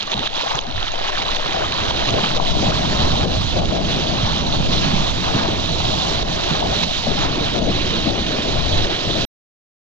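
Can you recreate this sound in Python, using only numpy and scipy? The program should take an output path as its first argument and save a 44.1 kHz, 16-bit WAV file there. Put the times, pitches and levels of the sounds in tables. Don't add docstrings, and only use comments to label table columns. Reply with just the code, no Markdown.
import sys
import numpy as np
from scipy import signal
from scipy.fft import rfft, irfft, next_fast_len
from scipy.io import wavfile
from scipy.ndimage import uniform_filter1d, map_coordinates

SR = 44100
rng = np.random.default_rng(int(sys.argv[2]) if len(sys.argv) > 2 else 0)


def digitize_waveform(pressure):
    field = np.atleast_2d(pressure).T
    bounded = np.clip(field, -1, 1)
    quanta = np.round(bounded * 32767).astype(np.int16)
    wavfile.write(sys.argv[1], SR, quanta)


N = 440994
STOP_S, TOP_HZ = 9.2512, 13400
DIP_FALL_S = 0.004

# t/s, level/dB, then rumble/dB, rasp/dB, hollow tone/dB relative to the flutter
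WIND_LEVELS = [(0, -45, -6, 0, -2.5), (.6, -45.5, 4.5, -1, 9.5), (1.1, -47.5, 10, 7.5, 14),
               (1.5, -43.5, 7.5, 1, 9), (1.8, -32.5, 2, -0.5, 0), (2.3, -31, -6.5, -2, 2.5),
               (2.5, -27, 0, -8.5, -0.5), (2.62, -23, -3.5, -6.5, -5), (3.1, -26, 2.5, -3.5, -3.5),
               (3.56, -27, 1.5, -0.5, 2.5), (3.85, -27.5, -2, 0, -1), (4.2, -26, -1, -10, -4.5),
               (4.9, -23.5, -1, -8, -4), (5.4, -29, 0.5, -10, -7.5), (5.9, -28.5, 0.5, -4, 1),
               (6.4, -31, 1, -2, 0.5), (6.7, -30, -0.5, -4, -2), (7, -27, -3, -8.5, -2),
               (7.7, -27.5, 1, 2, -9.5), (8.2, -27.5, -0.5, 0, -5.5), (8.7, -26.5, 4, 1.5, 1),
               (9.25, -28.5, 0.5, 1, -4)]
# t/s, flutter and rasp/dB, rumble/dB
WIND_FACING = [(0, -2, 3.5), (.55, -2, 2.5), (.8, 2.5, 0), (1.5, 6, 5), (1.7, 3, -12.5), (2.25, 0, -16.5),
               (2.4, -1.5, -2), (3.2, 5.5, -7.5), (3.8, 6, -18), (4.3, -4, -5.5), (5.5, 0, -5.5),
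               (6, -1.5, -6.5), (6.5, -0.5, -7.5), (7.4, -1.5, -4), (9.25, 0, -3)]
# t/s, half-width/s, left over right/dB, lift of rasp and hollow tone/dB
WIND_PUFFS = [(1.75, 0.085, 5.5, -3), (2.24, 0.045, 2, -1), (2.58, .08, 4.5, 2.5), (3.28, 0.069, 4, -2),
              (3.62, 0.046, 4.5, -2.5), (3.79, 0.038, 2, 1.5), (4.1, 0.11, 6.5, 2.5), (7.1, 0.056, 13.5, 4),
              (7.65, 0.11, 10, 2), (8.117, 0.067, 16, 1), (8.66, 0.12, 9.5, -4), (9.12, 0.073, 8, -3)]
# t/s, half-width/s, flutter/dB, rumble/dB, rasp and hollow tone/dB
WIND_GUSTS = [(0.04, 0.044, 5, -4, -1), (0.19, 0.056, 18, 16, 8.5), (0.32, 0.034, 1, 2, 0),
              (0.44, 0.081, -6.5, -8, 0), (0.56, 0.0233, -3.5, 10, -4.5), (0.69, 0.028, 14, -5, 0.5),
              (0.77, 0.043, -7, 13.5, 1), (0.88, 0.027, -11, -2, -11), (1.07, 0.05, -12, -12, 2.5),
              (1.46, 0.087, -3, -8, 0.5), (1.6, 0.099, -6, 3, 7), (2.16, 0.062, 4.5, 7.5, 5.5),
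              (2.3, 0.026, 3.5, -11.5, -9), (2.44, 0.061, -1, -5, -2), (3.24, 0.04, -0.5, 5, 3.5),
              (3.47, 0.085, -2.5, -1.5, -13), (3.6, 0.04, 1, 3, 4), (3.72, 0.075, 2, 2.5, 2),
              (4.86, 0.08, 0, -8, -1), (5.08, 0.048, -9, 1.5, -1.5), (5.36, 0.017, 12, -11, 1),
              (5.44, 0.16, 0.5, -1, 9.5), (6.52, 0.019, 10.5, -3, -1), (6.66, 0.13, 0.5, 2, 7),
              (6.97, 0.062, -8.5, -5.5, -3.5), (7.03, 0.022, -10, -3, -8), (7.78, .04, -2, 1, -4),
              (7.4, 0.1, 1.5, 0.5, 5), (7.5, 0.021, -3, -10, -11), (8.34, 0.16, -2.5, -6.5, -1.5),
              (8.71, 0.16, -5, 1.5, -1.5), (8.93, 0.05, -4, -10.5, -0.5), (9.02, 0.044, -6, -11, -5)]
# t/s, level/dB
HEAVE_LEVEL = [(0, -36.5), (.5, -31), (.7, -27), (1.25, -22), (1.67, -33), (2.3, -30), (2.5, -17.5),
               (2.75, -31), (3.09, -17), (3.3, -34), (4.1, -29), (4.9, -22.5), (5.3, -28), (5.95, -29.5),
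               (6.7, -37), (7.1, -23), (7.35, -31), (7.9, -25), (8.32, -33.5), (8.7, -24.5), (9.25, -30.5)]
# t/s, level/dB, f/Hz, left over right/dB
WIND_THUMPS = [(0.146, -13, 209, -2.0), (0.548, -16, 140, -5.5), (2.078, -14.5, 121, -5),
               (2.231, -14, 202, -9), (2.555, -15, 146, 5), (2.911, -10.5, 200, 3),
               (3.023, -10.5, 73.6, -2), (3.214, -15.5, 72, 2), (3.257, -7.5, 543, 11), (3.57, -8, 567, 9),
               (3.37, -7, 101, -5), (4.232, -11, 109.5, 0), (4.403, -11, 157, -1), (5.336, -15.5, 105, -3),
               (5.485, -7, 336, -4), (6.5113, -6, 157, -5.5), (7.07, -8.5, 600, 11), (7.074, -11, 220, 0),
               (7.115, -9.5, 410, 11), (7.234, -11.5, 120, -5), (7.247, -10.5, 294, -4),
               (7.38, -11.5, 302, 1.5), (7.586, -7, 203, 2), (7.621, -10, 226, 6.5), (7.672, -12, 480, 10),
               (7.697, -10, 200, 0), (8.042, -17, 61.7, 3), (8.057, -9, 250, 3), (8.07, -7.5, 293, 6.5),
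               (8.122, -15, 360, 3), (8.191, -15, 63, 8), (8.388, -8.5, 230, -2), (8.558, -12, 119, -2),
               (8.716, -9.5, 74, 1.5), (8.79, -9.5, 124, 6), (8.92, -9.5, 358, 0), (9.075, -14, 136, 6)]
# f/Hz, level/dB
WIND_COLOUR_LEFT = [(40, 5.5), (80, 1), (160, 1.5), (300, -5.5), (480, -14), (650, -4.5), (800, -9.5),
                    (1000, -21.5), (1400, -53.5)]
# f/Hz, level/dB
WIND_COLOUR_RIGHT = [(40, 4), (80, 4.5), (160, 0), (300, -4.5), (480, -9.5), (620, -19), (720, -37.5),
                     (900, -46)]
# t/s, level/dB, then gurgle/dB, spray/dB, top hiss/dB above the fizz
WASH_LEVELS = [(0, -21.5, 1, 1.5, 9.5), (.18, -19.5, 4, -2, 1), (.3, -17.5, 2, -1, -1.5),
               (.4, -19.5, 4, 3, 4), (.47, -23, 10, 4.5, 8), (.57, -20.5, 11.5, 5, 12),
               (.72, -23.5, 7.5, 3, 6.5), (.83, -18.5, 1.5, -0.5, 2.5), (1.1, -20.5, 5, 5, 5),
               (1.6, -21, 7, 3, 7), (1.85, -18.5, 5, 3, -1.5), (2.2, -18.5, 3, 2, 5), (2.6, -19, 7, 9, 6.5),
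               (3.1, -18, 6.5, 4, 4.5), (3.5, -19, 3, 5, 3), (3.7, -22, 3.5, 5.5, -1.5),
               (3.95, -16.5, 1, 3.5, -6.5), (4.3, -19, 5.5, 4.5, -1.5), (4.6, -18, 5, 6, -1),
               (5.2, -18.5, 5.5, 6, 8.5), (5.42, -20, 10.5, 5.5, 5.5), (5.62, -16.5, 0.5, 1, 4.5),
               (5.95, -17.5, 4, 6, 9), (6.55, -15.5, 4, 2.5, 4.5), (6.9, -19.5, 0.5, 6.5, 10),
               (7.25, -20, 8, 4.5, 1.5), (7.8, -16, -1, 0.5, -0.5), (8.6, -17, 2.5, 3, 3),
               (8.95, -15, 1.5, 1.5, 1.5), (9.25, -17.5, -1.5, 1, 11)]
# t/s, level above the fizz/dB
MIDDLE_LEVEL = [(0, 3), (.3, 1), (.55, 5), (.62, 8.5), (.74, 6.5), (.77, 4.5), (1.05, 8.5), (1.3, 7),
                (1.6, 9), (1.9, 4.5), (2.2, 5.5), (2.5, 1.5), (2.75, 7.5), (3, 2.5), (3.3, -1), (3.7, 4),
                (4, 1.5), (4.3, 2), (4.5, 0.5), (4.75, 0.5), (4.9, 5.5), (5.15, 2.5), (5.4, 8.5),
                (5.6, -1.5), (5.95, -4), (6.15, 3), (6.5, 2.5), (6.8, 2), (7, 1.5), (7.2, 6), (7.6, 2),
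                (8, 1), (8.4, 3), (8.7, -1.5), (8.9, 5), (9.25, -0.5)]
# t/s, share of droplets, share of small bubbles
CRACKLE_SHARES = [(0, 0.46, 0.37), (.45, 0.46, .3), (.65, 0.5, 0.32), (1, 0.42, 0.36), (2.3, 0.34, 0.31),
                  (2.8, 0.174, 0.3), (4, 0.22, 0.27), (9.3, 0.18, 0.13)]
# t/s, half-width/s, rise/dB
SPLASH_SWELLS = [(.125, 0.014, 6), (.262, .014, 3), (.225, .012, -1), (.365, 0.015, 3.5), (.41, 0.013, 3.5),
                 (.51, 0.013, -0.5), (.84, 0.034, -1), (1.24, .03, 0), (1.37, 0.038, 2), (1.46, 0.016, 2),
                 (1.9, 0.06, 0.5), (2.09, 0.012, 3.5), (2.19, 0.023, 1.5), (2.245, 0.0091, 2.5),
                 (2.36, 0.0096, 1.5), (2.67, 0.023, -0.5), (3.05, 0.022, 0.5), (3.91, .04, 1.5),
                 (4.64, 0.02, 1), (4.74, 0.025, 2), (5.2, 0.027, -1), (6.18, 0.044, -1.5), (6.59, .04, -1),
                 (6.4, .04, -2), (6.78, 0.055, 3), (6.835, 0.0073, 5), (6.96, 0.059, 1.7),
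                 (7.21, 0.04, 2.5), (7.47, 0.028, 2), (7.57, 0.015, 0.5), (8.22, .02, -0.5),
                 (8.94, .03, 1.5), (9.21, 0.036, 3)]
# t/s, depth setting/dB, recovery time constant/s
WASH_DIPS = [(0.035, 7, 0.032), (0.143, 4, 0.048), (0.276, 9.5, 0.049), (0.53, 4.5, 0.098),
             (0.592, 15, 0.062), (0.645, 3.5, 0.08), (0.725, 5, 0.018), (0.845, 0, 0.112), (0.89, 6, 0.078),
             (0.96, 5.5, 0.027), (1.102, 9, 0.022), (1.231, 8, 0.015), (1.372, 8.5, 0.03),
             (1.47, 5.5, 0.016), (1.625, 2, 0.094), (1.912, 9.5, 0.022), (2.38, 10.5, 0.039),
             (2.52, 6, 0.06), (2.71, 10.5, 0.015), (3.253, 11.5, 0.023), (3.595, 6.5, 0.045),
             (3.78, 5, 0.067), (4.41, 3.5, 0.1), (4.575, 4.5, 0.043), (4.67, 6, 0.019), (5.115, 4, 0.025),
             (6.23, 10.5, 0.06), (6.62, 7, 0.035), (6.847, 5.5, 0.025), (7.592, 7, 0.062),
             (8.11, 4.5, 0.07), (8.86, 6.5, 0.086)]
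# t/s, level/dB, f/Hz, bright edge above that level/dB
HOUSING_DROPS = [(0.005, -16, 3000, -26), (0.0094, -8.5, 3550, -29), (0.0293, -6, 4770, -21),
                 (0.072, -18, 4400, -13), (0.117, -15, 3800, -10), (0.141, -6, 3700, -27),
                 (0.178, -9.5, 3830, -25.5), (0.1932, -10, 3360, -20.5), (0.2571, -16, 3530, -23),
                 (0.2746, -8, 3990, -22), (0.3403, -15.5, 3890, -16.5), (0.3576, -15.5, 3340, -25),
                 (0.3952, -20.5, 3650, -19), (0.422, -11, 3600, -24), (0.488, -16, 4500, -11),
                 (0.554, -13, 4260, -5.5), (0.5897, -4.5, 3210, -24.5), (0.603, -25, 3940, -7.5),
                 (0.612, -25, 3360, -2), (0.6676, -14.5, 4440, -23.5), (0.7118, -14, 3880, -26),
                 (0.775, -24, 4090, -19), (0.812, -16, 3000, -26), (0.8286, -8, 3210, -23),
                 (0.9192, -15, 3970, -10), (1.077, -17.5, 3470, -14), (1.225, -11, 3930, -16.5),
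                 (1.247, -26, 3880, -25), (1.3481, -10.5, 3960, -24), (1.4965, -22.5, 3200, -20),
                 (1.7227, -10, 2600, -30), (1.8057, -15, 3630, -17), (2.0777, -9, 3950, -17),
                 (2.1066, -14, 3180, -8.5), (2.177, -21, 3690, -21), (2.358, -21, 3760, -23),
                 (2.4313, -35, 3630, -14.5), (3.027, -8.5, 3650, -27.5), (3.6562, -11.5, 3330, -16),
                 (4.4097, -11, 3650, -27), (4.526, -10, 3580, -23), (6.2265, -11.5, 3930, -34),
                 (6.836, -11, 4300, -16), (8.8696, -11, 3420, -19)]
# t/s, level/dB, f/Hz at the start, decay time constant/ms
BIG_BUBBLES = [(.075, -11.5, 940, 4), (.228, -12, 1160, 3.4), (.272, -5, 1290, 1.7), (.378, -9, 450, 4),
               (.401, -20, 1294, 3), (.408, -9.5, 782, 3.7), (0.434, -4, 433, 3.6), (.468, -5.5, 584, 2.6),
               (.481, -12, 1674, 3), (.514, -8.5, 1460, 3), (.517, -6.5, 847, 3.1), (.547, -9, 698, 5.8),
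               (.553, -8.5, 1194, 3), (.579, -13.5, 796, 5.5), (.778, -8, 1540, 3), (.869, -12, 1010, 3),
               (.937, -6, 565, 3), (1.011, -6, 560, 2.5), (1.074, -13, 1400, 6.1), (1.129, -10, 1437, 6.9),
               (1.153, -8, 1410, 3.2), (1.174, -6.5, 1146, 3), (1.188, -9, 616, 4), (1.219, -7, 1750, 3.4),
               (1.268, -11, 725, 3), (1.288, -8, 980, 9), (1.542, -10.5, 632, 5.3),
               (1.566, -12.5, 549, 7.7), (1.603, -7.5, 344, 12), (1.62, -5, 1240, 3.2),
               (1.632, -6.5, 640, 3.9), (1.641, -7.5, 940, 4.6), (1.713, -9.5, 644, 3),
               (1.747, -9.5, 828, 3), (1.906, -9, 765, 6), (2.024, -9, 1420, 3), (2.141, 0.5, 366, 2.2),
               (2.166, -13.5, 534, 7), (2.237, -8, 700, 8.4), (2.243, -2.5, 1110, 1.5),
               (2.347, -15.5, 1065, 6.9), (2.399, 0, 770, 2.2), (2.466, -9.5, 1740, 3.4),
               (2.718, -10, 1094, 6.3), (4.858, -14, 1050, 3), (5.378, -14, 890, 3.8),
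               (5.899, -16, 1240, 4.7), (6.624, -4.5, 706, 4.6), (7.245, -8.5, 1060, 4.5),
               (7.714, -12, 1020, 4.9)]
# f/Hz, level/dB
WATER_COLOUR_LEFT = [(150, -9.5), (450, -24.5), (640, 2.5), (900, -0.66), (1300, -6.5), (2200, -9.5),
                     (3200, -4.5), (4000, -10), (4500, -19), (5000, -50.5), (5800, -76.5), (11200, -77.5),
                     (12300, -51.5), (13200, -56.5)]
# f/Hz, level/dB
WATER_COLOUR_RIGHT = [(150, -8.5), (600, -5.5), (800, -9), (1100, -6.5), (2000, -7.5), (3000, -0.5),
                      (3900, 2.5), (4800, -6), (6500, -11), (8000, -28.5), (9800, -63), (11000, -43),
                      (12000, -40), (13200, -58.5)]
# f/Hz, phase/rad
LEFT_PHASE_LEAD = [(150, .3), (350, .5), (500, -1), (690, -3.1), (800, -4.1), (1000, -4.68), (8000, -4.71)]


def amp(db):
    return 10 ** (np.asarray(db) / 20)


def unit(x):
    return x / np.sqrt(np.mean(x ** 2, -1, keepdims=True) + 1e-20)


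def along(points, hz):
    f, value = np.transpose(points)
    return np.interp(np.log(hz + 1), np.log(f + 1), value)


def curves(rows):
    s, *columns = np.transpose(rows)
    return [np.interp(np.arange(N) / SR, s, column) for column in columns]


def bumps(rows):
    s, half_width, *heights = np.transpose(rows)
    coarse = np.arange(0, N, 64)
    bells = np.exp(-((coarse[:, None] / SR - s) / half_width) ** 2)
    return [np.interp(np.arange(N), coarse, bells @ height) for height in heights]


def wobble(rate):
    knots = rng.standard_normal(int(N * rate / SR) + 4)
    return map_coordinates(knots, [np.arange(N) * rate / SR])


def filtered(x, response):
    m = next_fast_len(N + SR // 2)
    return irfft(rfft(x, m) * response(np.fft.rfftfreq(m, 1 / SR)), m)[..., :N]


def band(lo_hz, hi_hz, order=3):
    def gain(f):
        below = (lo_hz / (f + 1e-3)) ** (2 * order)
        above = (f / hi_hz) ** (2 * order)
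        return 1 / np.sqrt((1 + below) * (1 + above))
    return gain


def sides(pan_db):
    return amp(np.array([pan_db / 2, -pan_db / 2]))


def grains(s, hz, gain, cycles, rise, size):
    turns = np.arange(size) / SR * hz[:, None]
    life = turns / cycles
    envelope = gain[:, None] * np.exp(-life) * (1 - np.exp(-6 * life))
    wave = envelope * np.sin(2 * np.pi * turns * (1 + rise * life))
    at = (s * SR).astype(int)[:, None] + np.arange(size)
    return np.bincount(at.ravel(), wave.ravel(), N + size)[:N]


def swarm(count, hz, spread, cycles, rise, scatter_db, size):
    s = rng.random(count) * N / SR
    pitch = np.clip(hz * np.exp(spread * rng.standard_normal(count)), 100, 9000)
    loud = np.minimum(rng.exponential(size=count), 2.4)
    return unit(grains(s, pitch, amp(scatter_db * loud), cycles, rise, size))


def patchy(depth_db):
    z = signal.stft(rng.standard_normal(N), nperseg=256)[2]
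    field = uniform_filter1d(rng.standard_normal(z.shape), 5, 0)
    field = uniform_filter1d(field, 9, 1)
    return unit(signal.istft(z * amp(depth_db * field / field.std()), nperseg=256)[1][:N])


def eddies(response, alike, lumpy_db, rate, lag_s=0):
    common, own = rng.standard_normal(N), rng.standard_normal((2, N))
    common = np.array([common, np.roll(common, round(lag_s * SR))])
    air = filtered(np.sqrt(alike) * common + np.sqrt(1 - alike) * own, response)
    lumps = np.array([wobble(rate), wobble(rate)])
    return unit(unit(air) * amp(lumpy_db * lumps))


def heave():
    swing = eddies(band(5, 14), alike=.4, lumpy_db=1.0, rate=4)
    return amp(curves(HEAVE_LEVEL)[0]) * sides(2.5 + 3.5 * wobble(3)) * swing


def thumps():
    s, db, hz, pan_db = np.transpose(WIND_THUMPS)
    return np.array([grains(s, hz, amp(db - 3.0) * side, cycles=1.9, rise=-0.0096, size=4000)
                     for side in sides(pan_db)])


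def air_stream():
    level_db, rumble_db, rasp_db, hollow_db = curves(WIND_LEVELS)
    flutter_pan, rumble_pan = curves(WIND_FACING)
    puff_pan, puff_db = bumps(WIND_PUFFS)
    flutter_gust, rumble_gust, rasp_gust = bumps(WIND_GUSTS)

    def colour(f):
        return amp([along(WIND_COLOUR_LEFT, f), along(WIND_COLOUR_RIGHT, f)])

    rumble = eddies(lambda f: colour(f) * band(22, 125, order=4)(f), alike=0.48, lumpy_db=1.1, rate=11)
    flutter = eddies(lambda f: colour(f) * band(125, 300, order=4)(f),
                     alike=0.76, lumpy_db=1.5, rate=25, lag_s=.00045)
    rasp = eddies(lambda f: colour(f) * band(300, 650, order=4)(f),
                  alike=0.65, lumpy_db=2.5, rate=40, lag_s=.00025)
    hollow = eddies(lambda f: colour(f)[0] * band(560, 800)(f),
                    alike=0.8, lumpy_db=2.0, rate=35, lag_s=-.0006)

    rumble = amp(rumble_db + rumble_gust + 0.36 * wobble(7.7)) * sides(rumble_pan + puff_pan) * rumble
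    flutter = amp(flutter_gust) * flutter
    rasp = amp(rasp_db + puff_db + rasp_gust + 1.3 * wobble(12)) * rasp
    port_db = np.array([[1.5], [-12]])
    hollow = amp(hollow_db + puff_db + rasp_gust + 1.1 * wobble(14) + port_db) * hollow
    stream = rumble + sides(flutter_pan + puff_pan) * (flutter + rasp) + hollow
    return amp(level_db + 0.3 * wobble(8)) * stream


def wind():
    return air_stream() + heave() + thumps()


def dips():
    db = np.zeros(N + SR)
    t = np.arange(SR // 2) / SR
    for s, depth_db, recover_s in WASH_DIPS:
        shape = np.exp(-t / recover_s) * (1 - np.exp(-t / DIP_FALL_S))
        db[round(s * SR):][:len(t)] -= depth_db * shape
    return db[:N]


def wash():
    fizz_db, gurgle_db, spray_db, top_db = curves(WASH_LEVELS)
    droplets, bubbles = curves(CRACKLE_SHARES)
    churn_db = 0.26 * wobble(9) + 0.32 * wobble(24) + 0.51 * wobble(120)
    churn_db = churn_db + droplets * (0.69 * wobble(35) + 0.4 * wobble(17))

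    foam = patchy(depth_db=1.5)
    foam = foam + droplets * swarm(count=3500, hz=3790, spread=.45, cycles=1.8,
                                   rise=0.05, scatter_db=2.5, size=160)
    slosh = patchy(depth_db=1.5)
    slosh = slosh + bubbles * swarm(count=2500, hz=998.3, spread=0.601, cycles=3.5,
                                    rise=.08, scatter_db=1.0, size=900)

    fizz = filtered(foam, band(2700, 4120, order=4))
    spray = amp(spray_db + 0.53 * wobble(5.5)) * filtered(foam, band(4230, 8800))
    top = amp(top_db) * filtered(foam, band(9660, 19000, order=6))
    gurgle = amp(gurgle_db + 0.42 * wobble(6)) * filtered(slosh, band(55, 1210, order=4))
    middle = filtered(slosh + 0.33 * foam, band(1455, 2350, order=4))
    middle = amp(curves(MIDDLE_LEVEL)[0] + 0.57 * wobble(8)) * middle

    level_db = fizz_db + churn_db + bumps(SPLASH_SWELLS)[0] + dips()
    return amp(level_db) * (fizz + spray + top + middle + gurgle)


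def big_bubbles():
    s, db, hz, decay_ms = np.transpose(BIG_BUBBLES)
    cycles = (hz * decay_ms / 1e3)[:, None]
    return grains(s, hz, amp(db), cycles=cycles, rise=.16, size=2600)


def housing_drops():
    s, db, hz, edge_db = np.transpose(HOUSING_DROPS)
    ticks = grains(s, hz, amp(db + 7.0), cycles=1.72, rise=0.0087, size=400)
    edge_hz = np.full_like(s, 6300)
    edges = grains(s, edge_hz, amp(db + edge_db + 22.0), cycles=5.7, rise=0.0068, size=400)
    return ticks + edges


def spread_water(water):
    def response(f):
        colour = amp([along(WATER_COLOUR_LEFT, f), along(WATER_COLOUR_RIGHT, f)]) * band(60, 20000)(f)
        left_only = np.array([[1], [0]])
        return colour * np.exp(1j * along(LEFT_PHASE_LEAD, f) * left_only)
    return filtered(water, response)


def scene():
    return wind() + spread_water(wash() + big_bubbles() + housing_drops())


def record(dry):
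    stopped = dry * (np.arange(N) < STOP_S * SR)
    return filtered(stopped, lambda f: f < TOP_HZ)


dry = scene()
out = record(dry)
digitize_waveform(out)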